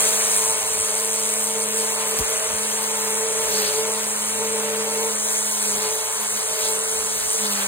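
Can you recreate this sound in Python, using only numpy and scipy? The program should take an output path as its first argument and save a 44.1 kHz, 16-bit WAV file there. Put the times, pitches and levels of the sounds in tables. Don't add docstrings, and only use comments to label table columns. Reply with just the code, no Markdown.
import sys
import numpy as np
from scipy import signal
from scipy.fft import rfft, irfft
from scipy.io import wavfile
from scipy.ndimage import uniform_filter1d

SR = 44100
rng = np.random.default_rng(int(sys.argv[2]) if len(sys.argv) > 2 else 0)


def gain_from_db(level_db):
    decades = np.asarray(level_db, float) / 20
    return 10 ** decades


def unload_audio(sound):
    columns = np.transpose(np.atleast_2d(sound))
    steps = np.round(np.clip(columns, -1, 1) * 32767)
    wavfile.write(sys.argv[1], SR, steps.astype(np.int16))


N = 338247
GEAR = 1.4


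def rms_one(x):
    return x / np.sqrt(np.mean(x ** 2) + 1e-20)


def in_time(rows):
    s, *columns = np.transpose(rows)
    return [np.interp(np.arange(N) / SR, s, c) for c in columns]


def drift(rate_hz):
    pole = np.exp(-80 * np.pi * rate_hz / SR)
    noise = rng.standard_normal(N // 40 + 2002)
    slow = signal.lfilter([1], [1, -2 * pole, pole * pole], noise)[2000:]
    return np.interp(np.arange(N) / 40, np.arange(len(slow)), rms_one(slow))


def coloured(x, spectrum, patchy_db):
    hz = np.fft.rfftfreq(N, 1 / SR) + 1
    point_hz, point_db = np.transpose(spectrum)
    shaped = rfft(x) * gain_from_db(np.interp(np.log(hz), np.log(point_hz), point_db, -70, -70))
    half_octave = 2 * np.log2(hz / point_hz[0])
    bands = int(2 * np.log2(point_hz[-1] / point_hz[0])) + 2
    out = 0
    for k in range(bands):
        share = np.clip(1 - np.abs(half_octave - k), 0, 1)
        out = out + irfft(shaped * share, N) * gain_from_db(patchy_db * drift(16))
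    return rms_one(out)


def grains(spread_db, per_s):
    sizes = gain_from_db(spread_db * np.minimum(rng.exponential(1, N), 4)) * rng.choice([-1, 1], N)
    return rms_one(sizes * (rng.random(N) < per_s / SR))


def gate(turns, sharp):
    return rms_one(np.exp(sharp * np.cos(2 * np.pi * turns)))


def order(turns, level_db, apart_db, phase):
    angle = 2 * np.pi * (turns + rng.random())
    apart = gain_from_db(apart_db + 2.7 * drift(2.4)) * np.sin(angle + phase)
    return np.sqrt(2) * (gain_from_db(level_db) * np.sin(angle) + apart * [[1], [-1]])


def ports(x, lead, left_db):
    half = np.exp(.5j * np.interp(np.fft.rfftfreq(N, 1 / SR), *np.transpose(lead)))
    pair = np.array([irfft(rfft(x) * half, N), irfft(rfft(x) / half, N)])
    return pair * gain_from_db([[left_db / 2], [-left_db / 2]])


# t/s, firing rate f/Hz
SPEED = [(0, 147.6), (.14, 148.6), (.26, 147.7), (.67, 147.8), (.81, 146.6), (1.11, 149), (1.51, 149),
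         (1.63, 148.2), (1.79, 148.9), (2.14, 147), (2.37, 148.4), (2.9, 148.1), (3.07, 146.8),
         (3.25, 148.1), (3.42, 148.1), (3.55, 145), (3.66, 142), (3.78, 146), (3.92, 148.7), (4.23, 148.2),
         (4.4, 148.2), (4.57, 148.6), (4.72, 147.7), (4.81, 148.5), (5.25, 148.9), (5.53, 147.7),
         (5.69, 145), (5.8, 143.4), (5.99, 147.1), (6.11, 148.1), (6.48, 147.7), (6.65, 146.2), (6.85, 148),
         (6.99, 147), (7.38, 148), (7.5, 143), (7.6, 140.5), (7.67, 141)]


def engine_turns():
    return np.cumsum(in_time(SPEED)[0]) / SR


# t/s, third-order level/dB, sixth-order level/dB
ENGINE = [(0.0, -46, -54), (0.06, -32.5, -43), (0.21, -40.5, -45), (0.43, -36.5, -36), (0.83, -39.5, -47),
          (0.96, -37, -40), (1.13, -37.5, -45), (1.24, -36.5, -38), (1.32, -37, -48), (1.62, -34, -39),
          (1.69, -34.5, -48), (1.86, -33.5, -43), (2.05, -40, -34), (2.14, -35, -56), (2.18, -35.5, -47),
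          (2.69, -40, -47), (2.76, -35, -54), (2.8, -38, -39.5), (3.57, -29.5, -43.5), (3.61, -32, -46),
          (3.82, -28, -39), (3.93, -36.5, -41), (4.27, -45.5, -46), (4.42, -27.5, -38.5),
          (4.49, -30.5, -46), (4.7, -28.5, -43), (4.85, -33, -47), (4.89, -28, -40.5), (5.08, -31.5, -38.5),
          (5.21, -54, -52), (5.26, -40, -57), (5.3, -41, -43), (5.51, -47, -43), (5.53, -53, -35),
          (5.66, -41.5, -43), (5.9, -33, -37.5), (5.96, -32, -50), (6.0, -36, -41), (6.26, -55, -38),
          (6.32, -38.5, -52), (6.37, -47, -49), (6.43, -39, -44), (6.47, -41, -49), (6.51, -35, -39),
          (6.58, -36, -50), (6.69, -30, -39), (6.86, -37, -49), (6.96, -35.5, -40.5), (7.18, -44.5, -50),
          (7.22, -52, -47), (7.28, -42, -53), (7.46, -33.5, -47), (7.54, -57, -44), (7.67, -45, -45)]
# multiple of the firing rate [1], level/dB, follows third (0) to sixth (1) order [1],
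# port difference level/dB, its phase [rad]
EXHAUST = [(1, -20.5, 0.46, -88, 3.1), (2, -29.5, 0, -82, 3), (3, 1.5, 0.062, -43.5, 1.67),
           (4, -10.5, 0, -60, 1.5), (5, -27, 1, -74, -8), (6, -2, 0.71, -46, -5.5),
           (7, -4, 0.96, -48.5, -1.1), (9, -14.5, 0.58, -54, 1), (15, -10, 0.83, -49.5, -2.7)]


def exhaust_tone(turns):
    third_db, sixth_db = in_time(ENGINE)
    turns = turns + .016 * drift(30)
    out = 0
    for k, level_db, high, apart_db, phase in EXHAUST:
        level_db = level_db + (1 - high) * third_db + high * sixth_db + 2.07 * drift(14.5)
        out = out + order(k * turns, level_db, apart_db, phase)
    return out


# t/s, level/dB
GAS = [(0.0, -35), (0.13, -37), (1.0, -41), (1.81, -41), (1.96, -39), (2.29, -37.5), (2.56, -39.5),
       (3.33, -39.5), (3.67, -38), (4.12, -41), (4.83, -39), (5.04, -39.5), (5.26, -40.5), (5.47, -41.5),
       (5.85, -40), (6.02, -41), (6.56, -40), (7.26, -41.5), (7.67, -37)]
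# f/Hz, level/dB
RASP = [(100, -14.5), (320, -13), (390, -2.5), (500, 2), (700, 0), (1000, 1.5), (1400, -0.5), (2200, -1),
        (3200, -1.5), (5000, -15)]
# f/Hz, lead [rad]
ENGINE_LEAD = [(300, -1.3), (800, 0), (1500, -1.44), (2300, -1.5), (3500, -3), (5000, -4)]
# f/Hz, lead [rad]
TURNED_LEAD = [(300, -2.2), (800, -0.5), (1500, -1), (2000, -2), (2700, -3.1), (5000, -5)]
# t/s, share turned [1]
TURNING = [(0, 0), (4.6, .1), (5.9, 0.92), (7.67, 0.96)]


def exhaust_rasp(turns):
    puffs = gate(turns, .17) * rng.standard_normal((3, N))
    rasp = coloured(puffs[0], RASP, 1.5)
    turned = np.clip(in_time(TURNING)[0], 0, 1)
    direct = (1 - turned) * ports(rasp, ENGINE_LEAD, 0.86) + turned * ports(rasp, TURNED_LEAD, 1.0)
    scattered = coloured(puffs[1:], RASP, 1.5)
    high_pass = signal.butter(2, 950, "high", fs=SR, output="sos")
    scattered = signal.sosfilt(high_pass, scattered)
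    return gain_from_db(in_time(GAS)[0] + 6.5) * (direct + gain_from_db(-2.5) * scattered)


# t/s, strand tone level/dB, hiss level/dB, shredding level/dB, whip crack over hiss level/dB
HEAD = [(0.0, -48, -19.5, -36, -9), (0.02, -43, -20, -35, -12), (0.19, -45, -23.5, -32.5, -8),
        (0.4, -46, -22, -34.5, -1.5), (0.58, -53.5, -26.5, -38, -3.5), (1.28, -42.5, -27, -34.5, -1),
        (1.69, -41, -28, -42, -4.5), (1.79, -40, -26, -33, -4.5), (1.96, -44, -26.5, -41, -9),
        (2.11, -44, -28, -33.5, -2), (2.16, -43.5, -28.5, -40, -5), (2.18, -51, -27, -39, -7.5),
        (2.48, -51, -27, -40, -5.5), (2.58, -42, -27.5, -37, -4.5), (3.07, -42.5, -27, -35, -7.5),
        (3.18, -42, -26, -45, -7), (3.22, -46, -26, -57, -5), (3.27, -48, -28, -35, -11),
        (3.29, -48, -27, -44, -1), (3.42, -48, -26, -37, -12), (3.48, -57, -25.5, -32, -15),
        (3.54, -38.5, -26, -28, -8), (3.65, -41, -27.5, -25.5, -8), (3.76, -55, -26.5, -33.5, -9),
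        (3.84, -44, -27, -39, -9), (3.97, -41, -28, -38.5, -4), (4.46, -40, -27.5, -42, -9.5),
        (4.8, -39, -29.5, -36, -8), (5.13, -42, -26.5, -39, -8.5), (5.15, -39, -27.5, -45, -12),
        (5.28, -46, -24.5, -47.5, -8), (5.57, -42.5, -25.5, -36.5, -7.5), (5.68, -39, -25, -31, -7),
        (5.7, -40, -24.5, -35, -7), (5.85, -45, -27, -30, -8.5), (5.9, -56, -27, -31.5, -7),
        (5.98, -57.5, -27.5, -39.5, -13), (6.07, -62, -28.5, -37, -7), (6.13, -62, -27.5, -49, -3.5),
        (6.22, -43, -28, -32.5, -13), (6.3, -51, -26, -46, -10), (6.37, -43, -27.5, -31.5, -9),
        (6.45, -66.5, -27, -48, -8), (6.53, -47, -26.5, -36, -7), (6.58, -64, -27.5, -33, -13),
        (6.62, -51, -25, -30, -7), (6.79, -48.5, -28.5, -38, -1), (6.88, -53, -26.5, -43, -13),
        (7.18, -48, -27, -35.5, -9.5), (7.24, -60, -26, -34, -6), (7.37, -53, -24.5, -43.5, -7),
        (7.43, -35.5, -27.5, -29, -5.5), (7.63, -38.5, -27, -30.5, -5), (7.67, -39, -26, -36, -13)]


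def cutting_head(turns):
    tone_db, hiss_db, shred_db, crack_db = in_time(HEAD)
    return strand_tone(turns, tone_db) + strand_noise(turns, hiss_db, shred_db, crack_db)


# t/s, level/dB
THIRD_PASS = [(0.0, -36.5), (0.53, -38.5), (0.75, -44), (0.94, -40.5), (2.26, -43), (2.43, -34.5),
              (2.88, -51.5), (3.44, -37), (3.63, -42), (3.99, -40), (4.18, -48), (4.51, -44), (5.0, -44),
              (5.23, -45), (5.4, -41.5), (5.6, -46), (6.02, -40.5), (6.24, -54), (6.56, -37.5), (7.09, -50),
              (7.33, -42), (7.67, -44)]
# multiple of head turns [1], level/dB, port difference level/dB, its phase [rad]
HEAD_ORDERS = [(1, -62.5, -69, -3), (4, -47, -50, 2)]


def strand_tone(turns, tone_db):
    out = order(2 * turns, tone_db + .8 * drift(12), -58.5, -1.5)
    out += order(6 * turns, in_time(THIRD_PASS)[0] - 1.5 + 1.2 * drift(13), -51.5, 3.0)
    for k, level_db, apart_db, phase in HEAD_ORDERS:
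        out += order(k * turns, level_db + 2.1 * drift(15), apart_db, phase)
    return out


# f/Hz, level/dB
HISS = [(3000, -24), (4000, -12), (5000, -12.5), (5600, -7.5), (6500, -1.5), (7400, -3), (8400, -2),
        (10000, -3.5), (12000, -7), (13500, -13), (16000, -19)]
# f/Hz, level/dB
WHIP = [(4500, -24.5), (6200, -6.5), (7200, -4.5), (8500, 6.5), (9600, 1.5), (11000, -5.5), (13000, -20)]
# f/Hz, level/dB
SHRED = [(600, -49), (1500, 7.5), (3000, 3), (4500, 11), (8000, -0.5), (16000, -96)]
# f/Hz, level/dB
SPRAY = [(9000, -41), (12500, 3), (14000, 6), (16000, -16)]
# f/Hz, lead [rad]
HEAD_LEAD = [(300, 0), (3000, -5.4), (4200, -4.5), (5400, -3.14), (8350, 0), (12000, 3.14), (15200, 6.28),
             (20000, 9)]


def strand_noise(turns, hiss_db, shred_db, crack_db):
    turns = turns + .45
    passes = gate(2 * turns, 0.081) * gate(turns, 0.083)
    hiss = coloured(passes * rng.standard_normal(N), HISS, 1.05)

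    pass_strength = gain_from_db(2.2 * np.clip(rng.standard_normal(2000), -3, 1.1))
    strength = pass_strength[(2 * turns + .5).astype(int)]
    cracks = gate(2 * turns, 1.6) * gate(turns, .6) * strength * rng.standard_normal(N)
    hiss = hiss + gain_from_db(crack_db) * coloured(cracks, WHIP, 2.5)

    spray = gain_from_db(0.68 * shred_db - 13) * coloured(passes * grains(3.6, 6000), SPRAY, 3.8)
    bits = np.array([grains(3.0, 9000) for k in range(3)])
    shred, *scattered = gain_from_db(shred_db - 1.5) * coloured(passes * bits, SHRED, 2.5)
    echoes = coloured(passes * rng.standard_normal((2, N)), HISS, 2.7)

    near = ports(gain_from_db(hiss_db + 2.0) * hiss + spray + shred + strikes(), HEAD_LEAD, 0)
    return near + gain_from_db(-5) * np.array(scattered) + gain_from_db(hiss_db - 12) * echoes


# t/s, peak level/dB
STRIKES = [
    (.1075, -7),
    (1.5825, -13),
    (2.189, -3),
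    (2.194, -6),
    (2.1955, -8),
    (3.6785, -9),
    (6.6395, -13),
    (7.0695, -13),
]


def strikes():
    s, peak_db = np.transpose(STRIKES)
    clicks = np.zeros(N)
    clicks[(s * SR).astype(int)] = gain_from_db(peak_db)
    crack = rng.standard_normal(90) * np.exp(-np.arange(90) / 9.)
    bright = signal.butter(2, [5000, 15000], "band", fs=SR, output="sos")
    crack = signal.sosfilt(bright, crack)
    return signal.fftconvolve(clicks, crack / np.abs(crack).max())[:N]


# t/s, peak level/dB
THUMPS = [
    (0.798, -50),
    (2.19, -31),
    (2.53, -46),
]


def thumps():
    t, out = np.arange(3000) / SR, np.zeros(N)
    cycles = 45 * t + 280 * 0.00903 * (1 - np.exp(-t / 0.0082))
    sweep = np.sin(2 * np.pi * cycles) * t / 0.014 * np.exp(1 - t / 0.015)
    for s, peak_db in THUMPS:
        out[int(s * SR):][:3000] += gain_from_db(peak_db) * sweep
    return out


# t/s, level/dB
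WIND = [(0.0, -50), (0.04, -63), (0.1, -54), (0.15, -67), (0.28, -54), (0.32, -72), (0.49, -48),
        (0.58, -56), (0.64, -51), (0.68, -67), (0.72, -47), (0.77, -52), (0.79, -47), (0.81, -40),
        (0.87, -70), (1.09, -68), (1.18, -58), (1.21, -63), (1.28, -61), (1.32, -69), (1.54, -66),
        (1.56, -71), (1.71, -57), (1.77, -70), (2.16, -61), (2.2, -34), (2.22, -36), (2.26, -73),
        (2.33, -57), (2.43, -64), (2.54, -42), (2.56, -55), (3.12, -66), (3.14, -67), (3.29, -63),
        (3.4, -50), (3.44, -55), (3.48, -47), (3.59, -56), (3.63, -56), (3.74, -52.5), (3.82, -67),
        (4.14, -63), (4.4, -47), (4.44, -64), (4.51, -49.5), (4.57, -60), (4.68, -65), (4.78, -56),
        (4.87, -64), (5.11, -60), (5.28, -81), (5.36, -68), (5.55, -65), (5.6, -80), (5.62, -64),
        (5.77, -44), (5.81, -65), (6.02, -61), (6.07, -54), (6.19, -87), (6.28, -66), (6.37, -49),
        (6.41, -81), (6.45, -63), (6.56, -61), (6.6, -82), (6.64, -49.5), (6.71, -70), (6.94, -57),
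        (6.99, -50), (7.05, -46), (7.09, -56), (7.13, -60), (7.18, -48), (7.28, -49), (7.33, -68),
        (7.41, -54), (7.52, -60), (7.67, -59)]
# f/Hz, level/dB
GUST = [(20, -20), (40, -17), (65, -6), (120, -16), (250, -12.5), (400, -30)]


def wind():
    shared, own = rng.standard_normal(N), rng.standard_normal((2, N))
    level_db = in_time(WIND)[0] + [[.3], [1.7]]
    return gain_from_db(level_db) * coloured(shared + 1.2 * own, GUST, 1.6)


def scene():
    turns = engine_turns()
    engine = exhaust_tone(turns) + exhaust_rasp(turns)
    return engine + cutting_head(turns / GEAR) + wind() + thumps()


# f/Hz, louder of sum and difference over the rounding step level/dB
FINENESS = [(700, 24), (1300, 9), (1900, 4), (3000, 2), (4700, 2), (5700, 6), (8000, 9), (10000, 7),
            (12500, 3), (14500, -2.5)]
BAND_EDGES = np.r_[0:40:4, 40:96:8, 96:144:12, 144, 160, 176, 196, 216, 240, 264, 292, 320:1025:32]
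# t/s, f/Hz
MONO_BELOW = [(0, 760), (1.15, 740), (1.45, 540), (1.8, 500), (1.9, 320), (2.55, 260), (2.65, 130),
              (3.3, 110), (3.5, 30), (7.67, 15)]


def recorder_storage(dry):
    size, start = 1024, 308
    pair = np.array([dry[0] + dry[1], dry[0] - dry[1]]) / 2
    pair = np.pad(pair, ((0, 0), (size + start, 3 * size)))

    at, k = np.arange(2 * size), np.arange(size) + .5
    window = signal.windows.kaiser_bessel_derived(2 * size, 4 * np.pi)
    basis = window[:, None] * np.cos(np.pi / size * np.outer(at + .5 + size / 2, k))
    starts = np.arange(0, pair.shape[1] - 2 * size, size)
    lines = pair[:, starts[:, None] + at] @ basis
    hz, s = k * SR / (2 * size), (starts[:, None] - start) / SR

    band = np.searchsorted(BAND_EDGES, k) - 1
    power = np.add.reduceat(lines ** 2, BAND_EDGES[:-1], axis=2) / np.diff(BAND_EDGES)
    level_db = 10 * np.log10(power + 1e-20)
    whim_db = 3.4 * uniform_filter1d(rng.standard_normal(level_db.shape), size=3, axis=1)
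    louder_db = level_db.max(axis=0)
    masker_db = .5 * louder_db + .5 * np.median(louder_db, axis=0)
    step = gain_from_db((masker_db + whim_db[0])[:, band] - np.interp(hz, *np.transpose(FINENESS)))
    sharp = np.abs(s - STRIKES[3][0]) < .024
    rounded = np.sign(lines) * np.floor(np.abs(lines) / step + .4) * step
    lines = np.where(sharp, lines, rounded)

    side_over_db = (level_db[1] - level_db[0] + whim_db[1])[:, band]
    limit_db = np.where((hz < 4600) | (hz > 9000), 5.8, 8.5)
    lines[0] *= ((side_over_db < limit_db) | (hz < 2300) | sharp) & (hz < 15800)
    over_masker_db = (level_db[0] - masker_db + whim_db[0])[:, band]
    lines[0] *= (hz < 13000) | sharp | (over_masker_db > -3.6)

    lines[1] *= ((side_over_db > -6) & (hz < 13780) | (hz < 7580) | sharp) & (hz < 15800)
    lines[1] *= hz > np.interp(s, *np.transpose(MONO_BELOW))

    frames = lines @ basis.T * 2 / size
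    joined = (frames[:, 1:, :size] + frames[:, :-1, size:]).reshape(2, -1)
    mid, side = joined[:, start:start + N]
    return np.array([mid + side, mid - side])


def roll_off(x):
    return signal.sosfilt(signal.butter(12, 17010, fs=SR, output="sos"), x)


def record(dry):
    mix = recorder_storage(dry)
    return roll_off(mix)


dry = scene()
out = record(dry)
unload_audio(out)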